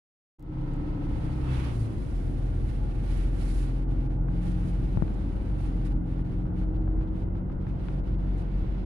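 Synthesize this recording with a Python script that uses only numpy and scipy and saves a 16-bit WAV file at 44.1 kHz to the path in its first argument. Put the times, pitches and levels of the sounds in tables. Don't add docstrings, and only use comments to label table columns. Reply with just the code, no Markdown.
import sys
import numpy as np
from scipy.fft import rfft, irfft, next_fast_len
from scipy.io import wavfile
from scipy.ndimage import map_coordinates

SR = 44100
rng = np.random.default_rng(int(sys.argv[2]) if len(sys.argv) > 2 else 0)


def int16_out(signal):
    q = np.round(np.clip(np.atleast_2d(signal).T, -1, 1) * 32767)
    wavfile.write(sys.argv[1], SR, q.astype(np.int16))


N = 390285


def engine(firing, cycle, firing_hz, shift_s=1.57, engage_s=2.0, shift_len_s=0.42,
           waver_db=1.9, swell_db=1.45, flicker_db=0.65, drift_rad=0.24):
    boom = [(0.9, -48), (1.15, -35), (1.62, -25.5), (1.88, -47), (2.15, -26.5), (2.75, -26), (3.5, -24),
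            (5.4, -28.5), (5.95, -25), (6.3, -33.5), (6.9, -25), (7.55, -34), (8.25, -24.5), (8.85, -26)]
    orders = [2, 2.5, 3, 6]
    order_levels = [(-40.5, -45.5), (-39, -49), (-48.5, -42.5), (-63.5, -55.5)]
    surges = [(0.62, 0.23, 7), (1.49, 0.34, 8), (1.83, .2, 6.5), (2.55, 0.26, 12.5), (7.15, 0.63, 3)]
    # t/s, level/dB
    low_hum = [(1.0, -49), (1.7, -58), (2.3, -47.5), (4.05, -43), (4.5, -31.5), (5.4, -42), (5.65, -38.5),
               (6.5, -34), (6.9, -40.5), (8.0, -37), (8.85, -42)]
    high_hum = [(2.0, -64), (2.301, -47), (3.3, -44), (4.4, -39.5), (5.1, -42), (5.4, -53.5), (5.65, -41),
                (6.3, -40.5), (6.95, -34.5), (7.55, -49), (8.85, -45.5)]
    # multiple of the cycle rate, level/dB
    low_gear = [(3, -31), (10, -39), (26, -39), (28, -39), (50, -69)]
    high_gear = [(4, -50), (21, -49.5), (33, -56), (39, -53), (45, -53.5), (51, -54.5), (66, -65),
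                 (72, -62.5)]
    t = np.arange(N) / SR
    drone = amp(curves(boom)[0] + flicker_db * wobble(9.7)) * np.sin(firing)
    engaged = np.clip((t - engage_s) / shift_len_s + .5, 0, 1)
    surge_db = sum(db * swell(s, length_s, 2) for s, length_s, db in surges)
    for k, (low_db, high_db) in zip(orders, order_levels):
        db = low_db + engaged * (high_db - low_db) + cabin_db(k * firing_hz) + (k == 2) * surge_db
        level = amp(db + swell_db * wobble(4) + flicker_db * wobble(14))
        drone += level * np.sin(k * firing + rng.uniform(0, 2 * np.pi))
    for k, hum in (4, low_hum), (7, high_hum):
        level = amp(curves(hum)[0] + flicker_db * wobble(14))
        drone += level * np.sin(k * firing + rng.uniform(0, 2 * np.pi))
    shifted = np.clip((t - shift_s) / shift_len_s / 2 + .5, 0, 1)
    for lines, share in (low_gear, 1 - shifted), (high_gear, shifted):
        for k, db in lines:
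            phase = k * cycle + drift_rad * wobble(7) + rng.uniform(0, 2 * np.pi)
            drone += share * amp(db + waver_db * wobble(3)) * np.sin(phase)
    return drone * amp([[.3], [-.3]])


def cabin_db(hz):
    standing_waves = [(91.46, 3, 9), (111.5, 8, 10.5), (127.7, 4, 6), (131.7, 1.5, 7), (139.3, 3, 6),
                      (262.5, 4.5, 15.5)]
    return sum(db / (1 + (2 * (hz - centre) / width) ** 2) for centre, width, db in standing_waves)


def clatter(cycle, firing_hz, slowest_db=-54, db_per_decade=50, looseness=.5, size=1024):
    block_modes = [(279, 51, 13.5), (555.6, 50, 5), (782, 97, 1.5), (1022, 144, -0.5), (1278, 66, -2.5),
                   (2078, 49, -5.5), (2800, 39, -19)]
    crank = cycle / np.pi % 1 * size
    pattern = np.array([np.interp(crank, np.arange(size), row) for row in rng.standard_normal((2, size))])
    shake = pattern + looseness * rng.standard_normal((2, N))
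    ring = filtered(shake, lambda f: resonances(block_modes, f) / (1 + (f / 2500) ** 6))
    return amp(slowest_db + db_per_decade * np.log10(firing_hz / firing_hz.min())) * unit(ring)


def growl(firing, throb=0.34):
    levels = [(0.5, -41.5), (1.3, -46), (1.6, -49), (1.88, -42), (2.05, -54), (2.3, -61), (5.05, -61.5),
              (5.28, -39.5), (5.5, -49), (5.8, -55)]
    casing_modes = [(246, 53, -6), (293, 56, 0.5), (325, 20, 0.5), (374.5, 12, -13.5), (553, 22, -16.5)]  # f/Hz, width/Hz, level/dB

    def casing(f):
        low_cut = 1 - np.exp(-(f / 200) ** 4)
        return resonances(casing_modes, f) / (1 + (f / 600) ** 4) * low_cut

    chatter = (1 + throb * np.cos(firing)) * rng.standard_normal(N)
    return amp(curves(levels)[0]) * unit(filtered(chatter, casing))


def wheels(firing, throb=0.11, roar_db=-53, rumble_sway_db=0.76, roar_sway_db=1.1):
    floor = [(0.5, -37), (1.1, -33), (1.5, -33), (3.4, -33), (4.5, -33), (8.85, -33)]
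    rough_patch = (5.1, 0.32, 2.7)
    # f/Hz, level/dB
    rumble_spectrum = [(10, -21.5), (28, 3.5), (55, 6.5), (80, 3), (115, 1.5), (155, -4.5), (220, -5),
                       (290, -8), (350, -10), (430, -24), (600, -27.5), (1200, -75.5)]
    roar_spectrum = [(150, -16), (400, -3.5), (520, -2), (680, -6), (830, -4.5), (1000, -16), (1450, -13),
                     (2000, -30), (2800, -34.5), (6000, -59.5), (12000, -76.5)]
    roar_balance = [(300, -7), (600, -7), (1000, 1), (2500, -4.5)]
    s, length_s, lift_db = rough_patch
    rough_db = lift_db * swell(s, length_s, 2.3)
    rumble_level = amp(curves(floor)[0] + rough_db + rumble_sway_db * wobble(16))
    rumble = rumble_level * noise(rumble_spectrum, balance=[(100, 0.88)])
    roar_level = amp(roar_db + rough_db + roar_sway_db * wobble(30) + 0.3 * wobble(4.9))
    roar = roar_level * walls(noise(roar_spectrum, roar_balance))
    return (1 + throb * np.cos(firing)) * rumble + roar


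def draught(flutter_db=0.92, sway_db=0.3, dropout_db=-19, faint_below_db=-64, choppy_db=5):
    levels = [(0.5, -65, -81), (0.75, -63.5, -78), (0.92, -64.5, -80), (1.2, -60, -71.5), (2.1, -63, -69.5),
              (2.95, -63.5, -73.5), (3.65, -63, -71.5), (4.0, -65, -78.5), (4.6, -62, -72),
              (5.3, -63.5, -75.5), (5.8, -63.5, -75), (6.9, -73, -91), (7.5, -68.5, -84.5),
              (8.3, -64.5, -82.5), (8.85, -63, -81.5)]
    gusts = [(0.595, 0.048, 2, 1), (1.605, .27, 10, 7.5), (1.801, 0.12, 0.5, 6.5), (2.72, .12, 2.5, 4),
             (3.162, 0.26, 6.5, 8.5), (3.516, 0.31, 6, 12.5), (4.475, 0.12, 3.5, 7.5), (4.686, .1, 0.5, 4),
             (5.635, 0.12, 2.5, 6), (5.866, 0.036, 4.5, 8.5), (6.335, 0.3, 2, 4), (6.603, 0.086, 6.5, 10),
             (7.19, 0.11, 6.5, 9.5), (7.9, 0.19, 3.5, 7.5), (8.4, 0.066, 1.5, 10.5)]
    dropouts = [(3.864, 0.044), (4.088, 0.026), (4.227, 0.14), (5.947, .025), (6.01, 0.09), (6.236, 0.018),
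                (6.448, 0.022), (6.512, .035), (6.798, .035), (6.958, .03), (7.103, 0.015), (7.294, 0.1),
                (7.441, 0.098), (7.57, 0.065), (8.022, 0.032), (8.171, 0.028)]
    # f/Hz, level/dB
    rush_spectrum = [(500, -12), (1100, 8), (1600, 7), (2100, 5.5), (2800, 2.5), (3600, -2), (4800, -9),
                     (6500, -20), (10000, -41.5), (15000, -60)]
    hiss_spectrum = [(2000, -27), (4000, 4), (5500, 0), (7000, -3.5), (8500, -5.5), (9400, -3),
                     (10100, -2.5), (10800, -10), (12000, -18.5), (15500, -28.5)]
    window_balance = [(1000, 0.5), (2300, -7), (4400, -11), (7000, -15.5), (10000, -25.5), (15000, -26.5)]  # f/Hz, left minus right/dB
    rush_db, hiss_db = curves(levels)
    for s, length_s, rush_lift_db, hiss_lift_db in gusts:
        gust = swell(s, length_s, edge=3.7)
        rush_db += rush_lift_db * gust
        hiss_db += hiss_lift_db * gust
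    faint = np.clip((faint_below_db - rush_db) / 8, 0, 1)
    cut_out = np.max([swell(s, length_s, edge=2.5) for s, length_s in dropouts], axis=0)
    unsteady_db = dropout_db * cut_out + sway_db * wobble(14) + flutter_db * wobble(60)
    unsteady_db += choppy_db * faint * np.tanh(4 * wobble(36))
    rush = amp(rush_db + unsteady_db) * walls(noise(rush_spectrum, window_balance))
    hiss = amp(hiss_db + unsteady_db + 0.45 * wobble(120)) * walls(noise(hiss_spectrum, window_balance))
    return rush + hiss


def bumps(t60=0.048, rise_s=.00033, size=4096):
    strikes = [(4.973, -11, 124.3), (5.023, -8.5, 139.1)]  # t/s, level/dB, f/Hz
    out = np.zeros((2, N))
    t = np.arange(size) / SR
    attack = 1 - np.exp(-(t / rise_s) ** 2)
    for s, db, hz in strikes:
        push = attack * np.cos(2 * np.pi * hz * (t - rise_s)) * amp(db - 60 * t / t60)
        add(out, s, np.outer([1, 0], push))
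    return out


def grip_clicks():
    clicks = [(4.284, -37.5, -24, 12), (5.08, -42, -3, 8), (5.499, -50, 4, 2), (6.192, -39, -19, 8),
              (6.454, -37.5, -28, 2), (6.876, -40, -31, 7), (7.01, -38, -28, 3), (7.353, -38.5, -36, 1),
              (7.499, -38.5, -22, 5.5), (7.668, -37.5, -23, 8), (7.885, -40, -1.5, 16)]
    # f/Hz, level/dB
    thud_spectrum = [(30, -8), (200, 13.5), (1000, 5.5), (1700, -1), (2500, -14.5), (4000, -31),
                     (8000, -62.5)]
    snap_spectrum = [(200, -12.5), (700, -5.5), (1500, 8.5), (2600, 2.5), (4300, -8.5), (6000, -31.5),
                     (9000, -43.5), (15000, -62.5)]
    out = np.zeros((2, N))
    for s, db, snap_db, pan_db in clicks:
        thud = blow(thud_spectrum, t60=0.037, ring_db=4.5)
        snap = amp(snap_db) * blow(snap_spectrum, t60=0.022, ring_db=-3.5)
        add(out, s, amp(db) * (thud + snap) * amp([[pan_db / 2], [-pan_db / 2]]))
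    return out


def valve():
    levels = [(1.36, -79), (1.46, -51.5), (1.58, -54), (1.7, -51.5), (1.83, -76)]  # t/s, level/dB
    port_modes = [(890, 51, 11), (1210, 340, 6), (1780, 80, 1.5), (1950, 66, -3), (2240, 120, -9),
                  (2650, 350, 0.5), (3580, 160, -11.5)]
    air = rng.standard_normal((2, N))
    puff = filtered(air, lambda f: resonances(port_modes, f) / (1 + (f / 5000) ** 4))
    return amp(curves(levels)[0]) * unit(puff) * amp([[-2], [2]])


def panel_buzz(cycle, hz=820, width_hz=45):
    levels = [(3.1, -80), (3.5, -62), (4.5, -56.5), (5.4, -62.5), (6, -61), (6.5, -84)]  # t/s, level/dB
    shake = np.exp(2.1 * np.cos(cycle)) * rng.standard_normal((2, N))
    ring = filtered(shake, lambda f: resonances([(hz, width_hz, 0)], f) ** 2)
    return amp(curves(levels)[0]) * unit(ring)


def whine(hz=835):
    levels = [(2.2, -77), (2.55, -64), (2.8, -55.5), (3.05, -59.5), (3.2, -74)]  # t/s, level/dB
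    t = np.arange(N) / SR
    return amp(curves(levels)[0]) * np.sin(2 * np.pi * hz * t + .5 * wobble(25))


def window_ticks(left_db=-14):
    ticks = [(0.7362, -58), (1.7886, -69), (4.4794, -59.5), (5.1397, -58), (5.6174, -67), (5.8644, -63),
             (8.382, -62)]
    tick_spectrum = [(1000, -26), (4000, -0.5), (7500, 4.5), (10500, -5.5), (15000, -10)]  # f/Hz, level/dB
    out = np.zeros((2, N))
    for s, db in ticks:
        tick = blow(tick_spectrum, t60=.045, ring_db=14)
        add(out, s, amp(db) * tick * amp([[left_db], [0]]))
    return out


def crackle():
    clicks = [(0.386, -39), (0.396, -30), (0.4065, -37), (0.4267, -32)]  # t/s, level before the fade/dB
    out = np.zeros(N)
    for s, db in clicks:
        out[round(s * SR)] = amp(db)
    return out


def walls(x):
    echoes = [(.0027, .17), (.0044, .16), (.0069, .15), (.0103, .15)]  # delay/s, share of the amplitude
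    return x + sum(share * np.pad(x, ((0, 0), (round(s * SR), 0)))[:, :N] for s, share in echoes)


def noise(spectrum, balance):
    likeness = [(50, 0.91), (130, 0.89), (280, 0.34), (500, 0.36), (900, -0.29), (2000, -0.031),
                (5000, 0.073)]

    def mid_and_side(hz):
        angle = np.arccos(np.clip(along(likeness, hz), -1, 1)) / 2
        return amp(along(spectrum, hz)) * [np.cos(angle), np.sin(angle)]

    mid, side = filtered(rng.standard_normal((2, N)), mid_and_side)
    pair = np.array([mid + side, mid - side])
    pair = filtered(pair, lambda hz: amp(np.outer([.5, -.5], along(balance, hz))))
    return pair / np.std(pair.mean(axis=0))


def blow(spectrum, t60, ring_db, size=4096):
    cepstrum = irfft(np.log(amp(along(spectrum, np.fft.rfftfreq(size, 1 / SR)))))
    cepstrum[1:size // 2] *= 2
    cepstrum[size // 2:] = 0
    colour = np.exp(rfft(cepstrum))
    ring = rng.standard_normal((2, size)) * amp(-60 * np.arange(size) / SR / t60)
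    ring *= amp(ring_db) / np.linalg.norm(ring[0])
    return irfft(colour * (1 + rfft(ring))) / np.max(irfft(colour))


def resonances(modes, f):
    return sum((-1) ** k * amp(db) * 1j * f * width / (centre ** 2 - f ** 2 + 1j * f * width)
               for k, (centre, width, db) in enumerate(modes))


def filtered(x, response):
    size = next_fast_len(N + 8192)
    return irfft(rfft(x, size) * response(np.fft.rfftfreq(size, 1 / SR)), size)[..., :N]


def wobble(rate):
    t = np.arange(N) / SR
    coarse = t[::64]
    knots = rng.standard_normal(size=1024)
    return np.interp(t, coarse, map_coordinates(knots, [coarse * rate], mode="mirror"))


def swell(s, length_s, edge):
    return np.exp(-np.abs(2 * (np.arange(N) / SR - s) / length_s) ** edge)


def curves(rows):
    s, *columns = np.transpose(rows)
    return [np.interp(np.arange(N) / SR, s, column) for column in columns]


def along(points, hz):
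    f, values = np.transpose(points)
    return np.interp(np.log(hz + 1), np.log(f + 1), values)


def add(track, s, sound):
    part = track[:, round(s * SR):][:, :sound.shape[1]]
    part += sound[:, :part.shape[1]]


def amp(db):
    return 10 ** (np.asarray(db) / 20)


def unit(x):
    return x / np.sqrt(np.mean(x ** 2) + 1e-20)


def scene():
    engine_speed = [(0.4, 66.19), (1.15, 66.56), (1.55, 64.4), (1.72, 58.73), (1.88, 54.19), (2.15, 41.48),
                    (2.8, 42.75), (3.25, 43.47), (4.2, 43.9), (4.95, 44.24), (5.2, 45.55), (5.4, 48.47),
                    (5.72, 43.47), (6.0, 43.52), (6.75, 44.92), (7.1, 45.4), (7.5, 46.33), (8.85, 45.94)]
    firing_hz, = curves(engine_speed)
    firing = 2 * np.pi * np.cumsum(firing_hz) / SR
    cycle = firing / 6
    drive = engine(firing, cycle, firing_hz) + clatter(cycle, firing_hz) + growl(firing)
    railcar = drive + panel_buzz(cycle) + whine() + wheels(firing) + valve()
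    return railcar + draught() + grip_clicks() + window_ticks() + bumps() + crackle()


def record(dry, open_s=0.385, ramp_s=.008, fade_db=-19, fade_s=0.1, self_noise_db=-90, top_hz=15750):
    t = np.arange(N) / SR
    opened = np.clip(np.minimum(t - open_s, t[-1] - t) / ramp_s, 0, 1)
    fade = amp(fade_db * np.exp(-np.maximum(t - open_s, 0) / fade_s))
    heard = (fade * dry + amp(self_noise_db) * rng.standard_normal((2, N))) * opened
    return filtered(heard, lambda hz: hz < top_hz)


dry = scene()
out = record(dry)
int16_out(out)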